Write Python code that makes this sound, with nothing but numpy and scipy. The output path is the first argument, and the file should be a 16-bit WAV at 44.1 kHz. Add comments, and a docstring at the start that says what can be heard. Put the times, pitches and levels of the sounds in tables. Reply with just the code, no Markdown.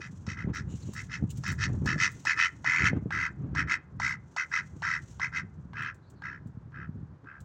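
"""Drake quacking in a street

A drake walks up to a hand-held microphone on a paved street, rasping short quacks, many in pairs, then turns away.
Each quack is a reed tone and noise swelling some 60 to 100 times a second, filtered by throat and bill resonances.
Decaying noise makes the bill's wet smacks and light ticks; rumble, rubbing and thuds come from the hand.
Shaped noise gives scuffs, street and a soft high hiss; gliding sines give a far bird; house fronts echo the animals."""
import sys
import numpy as np
from scipy import signal
from scipy.fft import rfft, irfft
from scipy.io import wavfile
from scipy.ndimage import uniform_filter1d, map_coordinates

SR = 44100
rng = np.random.default_rng(int(sys.argv[2]) if len(sys.argv) > 2 else 0)


def output_pcm(signal):
    """Save a mono or channel-first signal as 16-bit PCM at the path in sys.argv[1].

    Samples are clipped to [-1, 1] before scaling.
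    """
    pcm = np.clip(np.atleast_2d(signal).T, -1, 1) * 32767
    wavfile.write(sys.argv[1], SR, np.round(pcm).astype(np.int16))


N = 328306
TIME = np.arange(N) / SR
CUTOFF_HZ = 15900   # top of the microphone's band

# Most sources add a trim to their table levels; scuffs and the quack body use theirs directly.
# High hiss that comes and goes: (time [s], level [dB])
HISS_LEVEL = [(0, -66), (.49, -81), (.67, -74), (.76, -63), (1.0, -60), (1.24, -77), (1.4, -64),
              (1.83, -68), (2.2, -60), (2.55, -68), (2.95, -80), (3.45, -87), (4.22, -88), (4.32, -70),
              (4.73, -72), (5.12, -63), (5.4, -84), (7.44, -94)]
# Spectrum of the hiss: (frequency [Hz], level [dB])
HISS_SPECTRUM = [(2000, -14.5), (3400, -13), (5000, -16), (5800, -6), (6700, -5.5), (7600, -10),
                 (9000, -21.5), (10200, -28.5), (13000, -36), (15200, -28)]
# Spectrum of far street noise: (frequency [Hz], level [dB])
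STREET_SPECTRUM = [(120, -17.5), (200, -11), (330, -3), (660, -10.5), (1000, -9), (1600, -13.5),
                   (2100, -24.5), (2800, -31.5), (4800, -35), (6000, -38.5), (10000, -52.5), (16000, -62)]

# Hand moving on the case: (time [s], rumble level [dB], rubbing relative to rumble [dB])
HANDLING_LEVEL = [(0.0, -48, 4), (0.04, -46.5, -26), (0.5, -33.5, -11), (0.56, -47.5, -14),
                  (0.66, -36.5, -20), (1.18, -41.5, -17.5), (1.24, -35.5, -10), (1.3, -37.5, -28.5),
                  (1.82, -27, -13), (2.3, -50.5, -11.5), (2.78, -42.5, -10), (2.84, -30, -8.5),
                  (3.29, -45.5, -14.5), (3.56, -30.5, -13), (3.81, -52, -9.5), (3.98, -39, -21.5),
                  (4.25, -46, -24), (4.33, -59.5, -4), (4.66, -44, -19), (5.86, -44, -19), (5.99, -52, -12),
                  (6.98, -40.5, -19.5), (7.27, -55.5, -10.5), (7.44, -45, -22)]
# Hand bumping the microphone: (time [s], thud level [dB], knock relative to thud [dB])
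HAND_BUMPS = [(0.128, -29.5, -25), (0.277, -19, -19), (0.444, -19.5, -23), (0.473, -15, -17.5),
              (0.607, -23, -38), (0.739, -20.5, -41), (0.888, -25, -13), (1.223, -16.5, -16),
              (1.237, -14, -28), (1.743, -19.5, -38), (1.775, -20, -28), (1.818, -19.5, -16),
              (1.885, -20, -15), (1.959, -18.5, -12), (2.835, -16, -36), (2.931, -15, -8),
              (3.023, -20.5, -21), (3.057, -17.5, -12.5), (5.652, -29, -24.5), (6.458, -25, -30.5),
              (6.571, -26, -36), (6.891, -23, -47), (6.956, -27, -24), (7.028, -27.5, -37)]
# Spectra of rumble, rubbing and knock: (frequency [Hz], level [dB])
RUMBLE_SPECTRUM = [(30, -19.5), (45, -13.5), (66, 2.5), (100, 3), (150, 3.5), (220, -8), (300, -21)]
RUB_SPECTRUM = [(180, -13.5), (270, 4), (400, -6.5), (600, -20), (900, -22.5), (1500, -28)]
KNOCK_SPECTRUM = [(250, -0.5), (450, -1.0), (750, -16.0)]

# Quacks: (time of first beat [s], length [s], attack [s], level [dB], sag over the call [dB], rasp level [dB],
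#          edge level [dB], beat rate [1/s], nominal reed pitch [Hz], mouth resonance [Hz]);
# rasp and edge levels are relative to the body
QUACK_EVENTS = [(0.008, 0.096, 0.005, -42.5, 6, -9.5, -4, 89, 1840, 1700),
                (0.274, 0.1, 0.041, -37, 9.5, -6.5, -6, 68, 1840, 1640),
                (0.358, 0.11, 0.047, -39, 4.5, -18.5, -12.5, 61, 1788, 1630),
                (0.537, 0.097, 0.038, -34.5, 7, -7, -10.5, 83, 1776, 1650),
                (0.953, 0.093, 0.033, -39, 2, -10.5, -11, 77, 1824, 1710),
                (1.097, 0.1, 0.063, -36.5, 1.5, -8, -3.5, 88, 1829, 1720),
                (1.442, 0.11, 0.04, -34, 1.5, -8, -8, 81, 1788, 1680),
                (1.591, 0.093, 0.088, -25.5, 1.5, -5, -4.5, 102, 1786, 1750),
                (1.864, 0.11, 0.032, -27.5, 5, -12.0, -8, 75, 1683, 1720.0),
                (1.98, 0.12, 0.058, -25, -0.5, -8.5, -5.5, 91, 1812, 1764),
                (2.26, 0.1, 0.031, -25, 1, -13.5, -7, 83, 1844, 1725),
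                (2.367, 0.13, 0.049, -24.5, 0.0, -13.5, -4.5, 87, 1790, 1785),
                (2.651, 0.22, 0.029, -25, 2, -18.5, -13, 82.5, 1921, 1735),
                (2.824, 0.087, 0.081, -18.5, 1, -13.5, -7, 97, 1883, 1720),
                (3.112, 0.19, 0.024, -32.5, -4, -20.5, -13, 78, 1812, 1620),
                (3.551, 0.094, 0.048, -28.5, -3.5, -18, -11.5, 91.0, 1733, 1630),
                (3.676, 0.1, 0.06, -28, -4.5, -16.5, -8.5, 90, 1804, 1670),
                (4.004, 0.171, 0.065, -23.5, 13.5, -12, -15.5, 66, 1825, 1615),
                (4.371, 0.09, 0.025, -29.5, 0.5, -15.5, -11.5, 76.0, 1833, 1540),
                (4.518, 0.11, 0.036, -28, 0.5, -15, -13.5, 86.5, 1815, 1610.0),
                (4.829, 0.17, 0.024, -30, 0, -16.5, -18, 81, 1820, 1590),
                (5.205, 0.09, 0.036, -27.5, 3.5, -16.5, -20, 77, 1889, 1590),
                (5.326, 0.103, 0.059, -31, 0.0, -15.5, -10, 84, 1793, 1570.0),
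                (5.743, 0.19, 0.061, -35.5, 1, -22, -8.5, 76, 1656.0, 1626),
                (6.224, 0.18, 0.046, -34, 15.5, -21.5, -18.5, 65, 1695, 1634),
                (6.731, 0.15, 0.038, -47, -2.5, -31.5, -17.5, 70, 1593, 1610.0),
                (7.259, 0.166, 0.039, -44, 12, -34, -21.5, 72, 1551, 1574)]
# Windpipe resonances, about 600 Hz apart: (frequency [Hz], width [Hz], peak gain [dB])
THROAT_RESONANCES = [(1327, 170, 10.5), (2029, 110, 11), (2555, 120, 12), (3072, 210, 12.5),
                     (3830, 140, 11), (4437, 250, 16), (5080, 210, 13), (5594, 320, 11.5), (6126, 140, 13),
                     (6635, 230, 16), (7250, 260, 12.5), (7860, 180, 14), (8750, 180, 15.5)]
# Spectra of the reedy body, the hard edge and the rasp, before the throat: (frequency [Hz], level [dB])
BODY_SPECTRUM = [(700, -28), (930, 3), (1100, -1.5), (1300, 0.5), (1600, 0), (2000, -1), (2350, -0.5),
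                 (2900, -12)]
EDGE_SPECTRUM = [(2150, -12.5), (2450, 4), (2700, -2), (3100, -11.5), (3500, -13.5), (4500, -28)]
RASP_SPECTRUM = [(2700, -13.5), (3500, -2), (4400, -6), (5600, 1), (6500, -4.5), (7400, -8), (8500, -15.5),
                 (10000, -20), (15000, -31)]
# Upper limit of the rasp, highest with the bill at the microphone, lower as the drake turns away:
# (time [s], limit [Hz])
RASP_LIMIT = [(0, 8100), (2.4, 8200), (2.8, 12000), (3.7, 9740), (4.4, 7060), (5.4, 7260), (5.8, 6270),
              (6.3, 6480), (7.3, 5000)]

# Bill smacking open: (time [s], level [dB], treble relative to that [dB])
BILL_SMACKS = [(0.266, -34.5, -7), (0.537, -40, -12), (0.934, -37, -10), (1.437, -28, -11),
               (1.859, -24, -8.5), (2.252, -23.5, -7.5), (2.644, -22, -20.5), (3.106, -22.5, -48.5),
               (3.55, -21, -20), (3.999, -20.5, -16), (4.364, -21, -12.5), (4.821, -23.5, -20.5),
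               (5.197, -24.5, -23), (5.733, -33, -38), (6.22, -32.5, -40), (6.72, -48, -32),
               (7.244, -49, -36.5)]
# Spectrum of the crack in a smack: (frequency [Hz], level [dB])
CRACK_SPECTRUM = [(600, -13.5), (950, 4.0), (1500, -3.5), (2500, -15.0), (4000, -17.0)]

# Light ticks: (time [s], level [dB])
TICK_EVENTS = [(0.5467, -50), (0.9353, -41), (1.3037, -39), (1.3724, -44.5), (1.477, -40), (1.519, -39.5),
               (1.8574, -44), (2.0193, -51), (2.116, -46.5), (2.2518, -49.5), (3.1403, -57.5),
               (4.0941, -50.5), (5.8217, -52), (5.9445, -58), (6.1006, -54.5), (6.4707, -62), (7.4043, -52)]
# Spectrum of a tick: (frequency [Hz], level [dB])
TICK_SPECTRUM = [(3000, -3), (5000, -1), (7500, 7.5), (10500, -9), (13000, -13.5), (15300, -1.5)]

# Soft scuffs on the paving: (time of middle [s], length [s], level [dB])
SCUFF_EVENTS = [(0.728, 0.11, -60), (0.906, 0.27, -65), (1.309, 0.047, -55)]
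# Spectrum of a scuff: (frequency [Hz], level [dB])
SCUFF_SPECTRUM = [(2200, -5), (2900, 10), (3400, -3), (4000, 4), (5200, -23), (7000, 13.5), (9000, -18)]

# Small bird far away: (time [s], length [s], start pitch [Hz], end pitch [Hz], level [dB])
BIRD_CHIRPS = [(.818, 0.025, 4550, 3900, -53), (6.013, 0.063, 3880, 4000, -71),
               (6.047, 0.067, 4330, 4400, -70.5), (6.146, 0.078, 4500, 3900, -71)]

LEAD_S = 0.0092   # the air flows this long before the first beat
ATTACK_DB = 21.5   # rise of each quack
RELEASE_S, RELEASE_DB = 0.054, 22.5   # time scale and depth of its dying away
RASP_FOLLOWS, RASP_FADE_DB_PER_S = 0.4, 5.5   # the rasp grows with effort and tires through the call
MOUTH_WIDTH_HZ, MOUTH_DB = 150, 9.5
THROAT_SCATTER_PER_KHZ = .002   # share by which resonances stray between quacks; high ones stray more
GAPE_LIFT = .018   # share by which all frequencies rise from shut to open bill


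def from_db(db):
    """Amplitude gain is the exponential of a level in decibels."""
    return 10 ** (np.asarray(db) / 20)


def rms_one(x):
    """Normalisation: divide by the root mean square."""
    return x / np.sqrt(np.mean(x ** 2) + 1e-20)


def along(rows, t):
    """Linear interpolation: read each column of a curve at the times t."""
    s, *columns = np.transpose(rows)
    return [np.interp(t, s, column) for column in columns]


def cut(x, hz, kind, order=2):
    """Butterworth filtering: a maximally flat passband."""
    sections = signal.butter(order, hz, kind, fs=SR, output="sos")
    return signal.sosfilt(sections, x + 1e-18)


def colour(x, points):
    """Spectral shaping: weight the Fourier components, with falling skirts outside the points; rms 1."""
    hz, db = np.transpose(points)
    f = np.maximum(np.fft.rfftfreq(len(x), 1 / SR), 1)
    skirts = np.minimum(f / hz[0], 1) ** 3 * np.minimum(hz[-1] / f, 1) ** 3
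    gain = from_db(np.interp(np.log(f), np.log(hz), db))
    return rms_one(irfft(rfft(x) * skirts * gain, len(x)))


def noise(points):
    """Stationary noise: white noise shaped to a spectrum."""
    return colour(rng.standard_normal(N), points)


def wander(size, hz):
    """Band-limited random motion: low-passed noise with spread 1."""
    slow = cut(rng.standard_normal(2 * size), hz, "low")
    return rms_one(slow[size:])   # the first half lets the filter settle


def even(x, seconds):
    """Automatic gain: divide by a running rms so that it stays near 1."""
    size = max(int(seconds * SR), 1)
    power = uniform_filter1d(uniform_filter1d(x ** 2, size), size)
    return x / np.sqrt(np.abs(power) + 1e-12)


def resonance(x, hz, width_hz, db):
    """Second-order resonance: a pole and zero pair lifts a band by its peak gain."""
    g, a, c = from_db(db / 2), np.pi * width_hz / SR, -2 * np.cos(2 * np.pi * hz / SR)
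    return signal.lfilter([1 + a * g, c, 1 - a * g], [1 + a / g, c, 1 - a / g], x)


def ring(clicks, hz, t60):
    """Damped free vibration: each click starts a sine that falls 60 dB in t60 seconds."""
    r, w = from_db(-60 / (t60 * SR)), 2 * np.pi * hz / SR
    return signal.lfilter([0, np.sin(w)], [1, -2 * r * np.cos(w), r * r], clicks + 1e-18)


def strikes(times, db):
    """Impulsive excitation: one click for each event."""
    out = np.zeros(N)
    out[np.clip(np.round(times * SR).astype(int), 0, N - 1)] = from_db(db)
    return out


def fading(clicks, t60):
    """Exponential decay: an envelope jumps at each click and falls 60 dB in t60 seconds."""
    return signal.lfilter([1], [1, -from_db(-60 / (t60 * SR))], clicks + 1e-18)


def background(hiss_trim_db=-1, street_db=-64.5, flicker_db=3.5):
    """Superposition of steady street noise and a high hiss with random level modulation."""
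    level_db, = along(HISS_LEVEL, TIME)
    hiss_gain = from_db(level_db + hiss_trim_db + flicker_db * wander(N, 30))
    hiss = hiss_gain * noise(HISS_SPECTRUM)
    return hiss + from_db(street_db) * noise(STREET_SPECTRUM)


def handling(rumble_trim_db=-2, rub_trim_db=-2, thud_trim_db=-6, knock_trim_db=-6):
    """Contact excitation of the case: friction gives uneven rumble and rubbing, bumps give damped thuds."""
    level_db, rub_rel_db = along(HANDLING_LEVEL, TIME)
    lumps_db = 2.2 * wander(N, 12)
    rumble_gain = from_db(level_db + lumps_db + rumble_trim_db)
    rumble = rumble_gain * even(noise(RUMBLE_SPECTRUM), 0.23)
    rub_gain = from_db(level_db + 2.06 * lumps_db + rub_rel_db + rub_trim_db)
    rub = rub_gain * even(noise(RUB_SPECTRUM), 0.15)
    s, db, knock_rel_db = np.transpose(HAND_BUMPS)
    clicks = strikes(s, db)
    thud = ring(clicks, 104.4, 0.072) - 1.35 * ring(clicks, 204.7, 0.034)
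    thud = from_db(thud_trim_db) * cut(thud, 500, "low")
    knock = fading(strikes(s, db + knock_rel_db), 0.066) * noise(KNOCK_SPECTRUM)
    knock = from_db(knock_trim_db) * cut(knock, 1000, "low", order=4)
    return rumble + rub + thud + knock


def effort(t, length_s, attack_s, sag_db):
    """Blowing pressure [dB], t seconds after onset: rounded swell, sagging hold, rounded release."""
    rising = np.maximum(1 - t / max(attack_s, .005), 0)
    falling = np.maximum(1 + (t - LEAD_S - length_s) / RELEASE_S, 0)
    return -ATTACK_DB * rising ** 2 - sag_db * t / length_s - RELEASE_DB * falling ** 2


def syrinx(t, first_s, beats_per_s, reed_hz, swoop=0.2115, swoop_lag=0.092, flutter=.065, stray=0.03793):
    """Joint amplitude and frequency modulation by the beating membranes; gives reed phase and strength."""
    size = len(t)
    rough = np.clip((beats_per_s - 55) / 25, .4, 1.5)   # hurried beats are less regular
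    beat = 2 * np.pi * ((t - first_s) * beats_per_s + .1 * rough * wander(size, 60))
    bend = swoop * np.cos(beat - 2 * np.pi * swoop_lag)   # lag in beats
    bend = bend + flutter * wander(size, 600) + stray * wander(size, 69.6)
    phase = 2 * np.pi * np.cumsum(.92 * reed_hz * (1 + bend)) / SR   # rests 8 % below nominal pitch
    swell_db = 5.8 * np.cos(beat) + 1.8 * np.cos(2 * beat) + 1.7 * rough * wander(size, 200)
    return phase, from_db(swell_db)


def throat(x, mouth_hz, strays):
    """Resonances in cascade: mouth, then windpipe, the latter scattered by the given strays."""
    x = resonance(x, mouth_hz, MOUTH_WIDTH_HZ, MOUTH_DB)
    for (hz, width_hz, db), stray in zip(THROAT_RESONANCES, strays):
        scatter = THROAT_SCATTER_PER_KHZ * hz / 1000 * stray
        x = resonance(x, hz * (1 + scatter), width_hz, db)
    return x


def glide(x, shift):
    """Time warping: a varying reading speed scales all frequencies, relative to the mean shift."""
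    return map_coordinates(x, [np.cumsum(1 + shift - shift.mean())], order=3)


def quack(row, air_db=-11, overtone_db=-3, edge_trim_db=-2.0, arch=.1):
    """Source and filter: reed tone, hard edge and rasp of overtones and turbulence pass through the throat."""
    (first_s, length_s, attack_s, level_db, sag_db,
     rasp_rel_db, edge_rel_db, beats_per_s, reed_hz, mouth_hz) = row
    start, stop = int((first_s - .018) * SR), int((first_s + length_s + .025) * SR)
    at = np.arange(max(start, 0), min(stop, N))
    t = TIME[at]
    push_db = effort(t - first_s + LEAD_S, length_s, attack_s, sag_db)
    # the bill opens and shuts, lifting tone and resonances
    gape = np.sin(np.linspace(0, np.pi, len(t)))
    phase, swell = syrinx(t, first_s, beats_per_s, reed_hz * (1 + arch * (gape - .8)))

    air = rng.standard_normal((2, len(t)))
    breath = from_db(air_db) * rms_one(cut(air[0], [850, 2600], "band"))
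    body = colour(swell * (np.sin(phase) + breath), BODY_SPECTRUM)
    edge = colour(swell ** 0.73 * air[1], EDGE_SPECTRUM)
    overtones = .7 * np.sin(2 * phase) + np.sin(3 * phase) + .5 * np.sin(4 * phase)
    rasp = colour(swell ** .5 * (from_db(overtone_db) * overtones + air[1]), RASP_SPECTRUM)
    limit_hz, = along(RASP_LIMIT, first_s)
    rasp = cut(rasp, min(limit_hz, CUTOFF_HZ), "low", order=5)

    strays = rng.standard_normal(len(THROAT_RESONANCES))
    body, edge, rasp = [even(throat(x, mouth_hz, strays), 2 / beats_per_s) for x in (body, edge, rasp)]
    # the edge grows with the effort
    edge_gain = from_db(edge_trim_db + edge_rel_db + push_db - push_db.max())
    rasp_gain = from_db(rasp_rel_db + RASP_FOLLOWS * push_db - RASP_FADE_DB_PER_S * (t - first_s))
    voice = body + edge_gain * edge + rasp_gain * rasp
    gate = np.interp(t, [t[0], t[0] + .014, t[-1] - .015, t[-1]], [0, 1, 1, 0]) ** 2
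    out = np.zeros(N)
    out[at] = gate * from_db(level_db + push_db) * glide(voice, GAPE_LIFT * gape)
    return out


def street_echo(x, t60=0.26, echo_db=-19, wall_cut_hz=2600):
    """Diffuse reflection: convolution with a dull, decaying noise tail stands for the house fronts."""
    t = TIME[:SR]
    build_up = np.minimum(t / .015, 1)
    tail = cut(rng.standard_normal(SR), wall_cut_hz, "low") * from_db(-60 * t / t60) * build_up
    tail = tail / np.sqrt(np.sum(tail ** 2) * SR / (2 * wall_cut_hz))   # unit gain in its passband
    return from_db(echo_db) * signal.fftconvolve(x, tail)[:N]


def bill(crack_trim_db=-9, crack_t60=0.03, spit_trim_db=-6, spit_t60=0.069, opening_s=0.0011):
    """Transient excitation of a cavity: a wet crack, and a treble spit through the windpipe resonances."""
    s, db, treble_db = np.transpose(BILL_SMACKS)
    opening = max(int(opening_s * SR), 1)
    crack_envelope = uniform_filter1d(fading(strikes(s, db), crack_t60), opening)
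    crack = crack_envelope * noise(CRACK_SPECTRUM)
    usual_mouth_hz = np.mean(QUACK_EVENTS, axis=0)[-1]
    hollow = rms_one(throat(noise(RASP_SPECTRUM), usual_mouth_hz, np.zeros(len(THROAT_RESONANCES))))
    spit_envelope = uniform_filter1d(fading(strikes(s, db + treble_db), spit_t60), opening)
    spit = spit_envelope * hollow
    smack = from_db(crack_trim_db) * crack + from_db(spit_trim_db) * spit
    # a small, soft, wet contact has little bass or top
    return cut(smack, [520, 8500], "band", order=5)


def ticks(tick_trim_db=-9, t60=0.076, tail_trim_db=-23, tail_t60=.15):
    """Two-stage decay: crisp noise clicks with a weaker, longer scratchy tail."""
    clicks = strikes(*np.transpose(TICK_EVENTS))
    tick = from_db(tick_trim_db) * fading(clicks, t60)
    tail = from_db(tail_trim_db) * fading(clicks, tail_t60)
    return (tick + tail) * noise(TICK_SPECTRUM)


def scuffs(grain_db=2):
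    """Sliding friction of feet on stone: noise in short swells with gritty random modulation."""
    swells = np.zeros(N)
    for middle_s, length_s, db in SCUFF_EVENTS:
        arch = np.maximum(1 - (2 * (TIME - middle_s) / length_s) ** 2, 0)
        swells += from_db(db) * arch ** 2
    return swells * from_db(grain_db * wander(N, 150)) * noise(SCUFF_SPECTRUM)


def bird(trim_db=-3):
    """Frequency modulation: thin whistles glide in pitch with a random unsteadiness."""
    out = np.zeros(N)
    for s, length_s, start_hz, end_hz, db in BIRD_CHIRPS:
        u = np.linspace(0, 1, int(length_s * SR))
        hz = (start_hz + (end_hz - start_hz) * u) * (1 + .06 * wander(len(u), 600))
        whistle = np.sin(2 * np.pi * np.cumsum(hz) / SR)
        out[int(s * SR) + np.arange(len(u))] += from_db(db + trim_db) * np.sin(np.pi * u) * whistle
    return out


def scene():
    """Superposition: animal calls with their echo, ticks, scuffs, handling and background."""
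    calls = sum(quack(row) for row in QUACK_EVENTS) + bill() + bird()
    return (calls + street_echo(calls) + ticks() + scuffs() + handling() + background())[None]


def record(dry, low_cut_hz=42):
    """Band limitation: the small microphone loses the deepest bass, and the top is cut steeply."""
    steep = signal.ellip(10, .1, 80, CUTOFF_HZ, fs=SR, output="sos")
    return signal.sosfilt(steep, cut(dry, low_cut_hz, "high"))


dry = scene()
out = record(dry)
output_pcm(out)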